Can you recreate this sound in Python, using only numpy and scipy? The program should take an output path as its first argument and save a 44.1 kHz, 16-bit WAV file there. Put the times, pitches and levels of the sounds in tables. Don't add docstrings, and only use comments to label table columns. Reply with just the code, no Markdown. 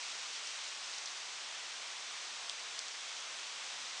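import sys
import numpy as np
from scipy import signal
from scipy.fft import rfft, irfft, next_fast_len
from scipy.io import wavfile
from scipy.ndimage import uniform_filter1d, map_coordinates

SR = 44100
rng = np.random.default_rng(int(sys.argv[2]) if len(sys.argv) > 2 else 0)


def to_wav(sig):
    pcm = np.clip(np.atleast_2d(sig), -1, 1) * 32767
    pcm = np.round(pcm).astype(np.int16)
    wavfile.write(sys.argv[1], SR, pcm.T)


N = 176400

# frequency_hz, density_db
RUSH_SPECTRUM = [(20, -37.5), (60, -31.5), (110, -27), (200, -22.4), (300, -16.5), (500, -9.5), (750, -4.5),
                 (1100, -1.5), (1650, -2.5), (2300, -.5), (2900, -0.4), (3350, 0.96), (4000, -0.46),
                 (5000, -1.84), (6100, -1.5), (7000, -6), (8100, -9), (9500, -18.5), (10500, -27)]
# time_s, level_db
RUSH_LEVELS = [(0, -44.5), (.7, -45.5), (1.7, -45), (2.4, -44.9), (3.1, -45), (4, -44.5)]
# frequency_hz, density_db
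LEAF_SPECTRUM = [(300, -40), (1200, -8), (2400, 0.5), (4300, 1), (6200, 1.5), (8000, -5), (10500, -24.5)]
# time_s, level_db
RUSTLE_LEVELS = [(0, -48.3), (.5, -49.5), (.7, -50.5), (.88, -51.5), (.97, -49.5), (1.08, -55),
                 (1.2, -53.5), (1.7, -69), (2.5, -56.5), (4, -56)]
# start_s, level_db, pitch_hz, crackle_t60_s, crackle_db, glint_db
LITTER_TICKS = [(0.3636, -28, 4100, .008, -8, -18), (.4730, -29, 6540, 0.011, -13, -13),
                (.4760, -33, 6000, .006, -10, -16), (0.937, -32.5, 4500, .011, -4, -20),
                (0.9796, -37, 4600, .016, -4, -20), (.9833, -30, 5600, .012, -7, -18),
                (1.0583, -31, 5800, 0.033, -6.5, -20), (1.073, -38, 3900, .06, -5, -20),
                (2.4968, -16.5, 4100, 0.0063, -16, -9), (2.7894, -31, 4500, .003, -12, -20),
                (2.7914, -23, 5300, 0.0041, -10, -24), (2.7923, -25, 6650, .004, -6, -24),
                (2.8829, -27.5, 5750, 0.012, -9, -24)]
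# frequency_hz, density_db
RUMBLE_SPECTRUM = [(20, -26), (70, -7), (135, -3), (210, -4), (400, -17.5)]


def amp(db):
    return 10 ** (np.asarray(db) / 20)


def unit(x):
    return x / np.sqrt(np.mean(x ** 2) + 1e-20)


def curve(rows):
    return np.interp(np.arange(N) / SR, *np.transpose(rows))


def wobble(rate):
    knots = rng.standard_normal(int(N * rate / SR) + 4)
    return map_coordinates(knots, [np.arange(N) * rate / SR])


def filtered(x, response):
    m = next_fast_len(len(x) + 8192)
    return irfft(rfft(x, m) * response(np.fft.rfftfreq(m, 1 / SR)), m)[:len(x)]


def coloured(x, points):
    f, db = np.transpose(points)
    return unit(filtered(x, lambda hz: amp(np.interp(np.log(hz + 1), np.log(f), db))))


def patchy_noise(patchy_db):
    spectra = signal.stft(rng.standard_normal(N), nperseg=512)[2]
    patches = uniform_filter1d(rng.standard_normal(spectra.shape), size=8, axis=0)
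    patches = uniform_filter1d(patches, size=14, axis=1)
    return signal.istft(spectra * amp(patchy_db * unit(patches)), nperseg=512)[1][:N]


def distant_rush():
    hiss = coloured(patchy_noise(patchy_db=0.3), RUSH_SPECTRUM)
    waver_db = 0.15 * wobble(rate=7.85)
    return amp(curve(RUSH_LEVELS) + waver_db) * hiss


def contacts(per_s, spread_db):
    size = amp(spread_db * np.clip(rng.standard_normal(N), -2, 2))
    return (rng.random(N) < per_s / SR) * np.sign(rng.standard_normal(N)) * size


def leaf_rustle():
    rustle = coloured(contacts(per_s=6000, spread_db=3.5), LEAF_SPECTRUM)
    patter = coloured(contacts(per_s=70, spread_db=3.5), LEAF_SPECTRUM)
    flutter_db = 1.5 * wobble(rate=24.8)
    return amp(curve(RUSTLE_LEVELS) + flutter_db) * rustle + amp(-63) * patter


def litter_ticks():
    snap_cycles, rise_s, crackle_octaves = 5.1, 0.00004, 0.3
    glint_hz, glint_t60_s = 8400, 0.0035
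    band_hz = [2600, 8400]
    out = np.zeros(N + SR)
    t = np.arange(SR // 10) / SR
    fade = lambda t60_s: np.exp(-np.log(1000) * t / t60_s)
    rise = 1 - np.exp(-t / rise_s)
    glint = np.sin(2 * np.pi * glint_hz * t) * fade(glint_t60_s)
    for start_s, level_db, pitch_hz, crackle_t60_s, crackle_db, glint_db in LITTER_TICKS:
        snap = np.sin(2 * np.pi * pitch_hz * t) * fade(snap_cycles / pitch_hz)
        snap /= np.abs(rise * snap).max()
        around_pitch = lambda hz: np.exp(-0.5 * (np.log2((hz + 1) / pitch_hz) / crackle_octaves) ** 2)
        crackle = unit(filtered(rng.standard_normal(len(t)), around_pitch)) * fade(crackle_t60_s)
        tick = rise * (snap + amp(glint_db) * glint + amp(crackle_db) * crackle)
        out[round(start_s * SR):][:len(t)] += amp(level_db) * tick
    bandpass = signal.butter(4, band_hz, 'band', fs=SR, output='sos')
    return signal.sosfilt(bandpass, out[:N])


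def low_rumble():
    peak_s, width_s, level_db = 3.815, 0.052, -69.5
    swell = np.exp(-0.5 * ((np.arange(N) / SR - peak_s) / width_s) ** 2)
    return amp(level_db) * swell * coloured(rng.standard_normal(N), RUMBLE_SPECTRUM)


def scene():
    return (distant_rush() + leaf_rustle() + litter_ticks() + low_rumble())[None]


def record(dry):
    limit_hz, steepness = 10350, 60
    return np.array([filtered(x, lambda hz: 1 / (1 + (hz / limit_hz) ** steepness)) for x in dry])


dry = scene()
out = record(dry)
to_wav(out)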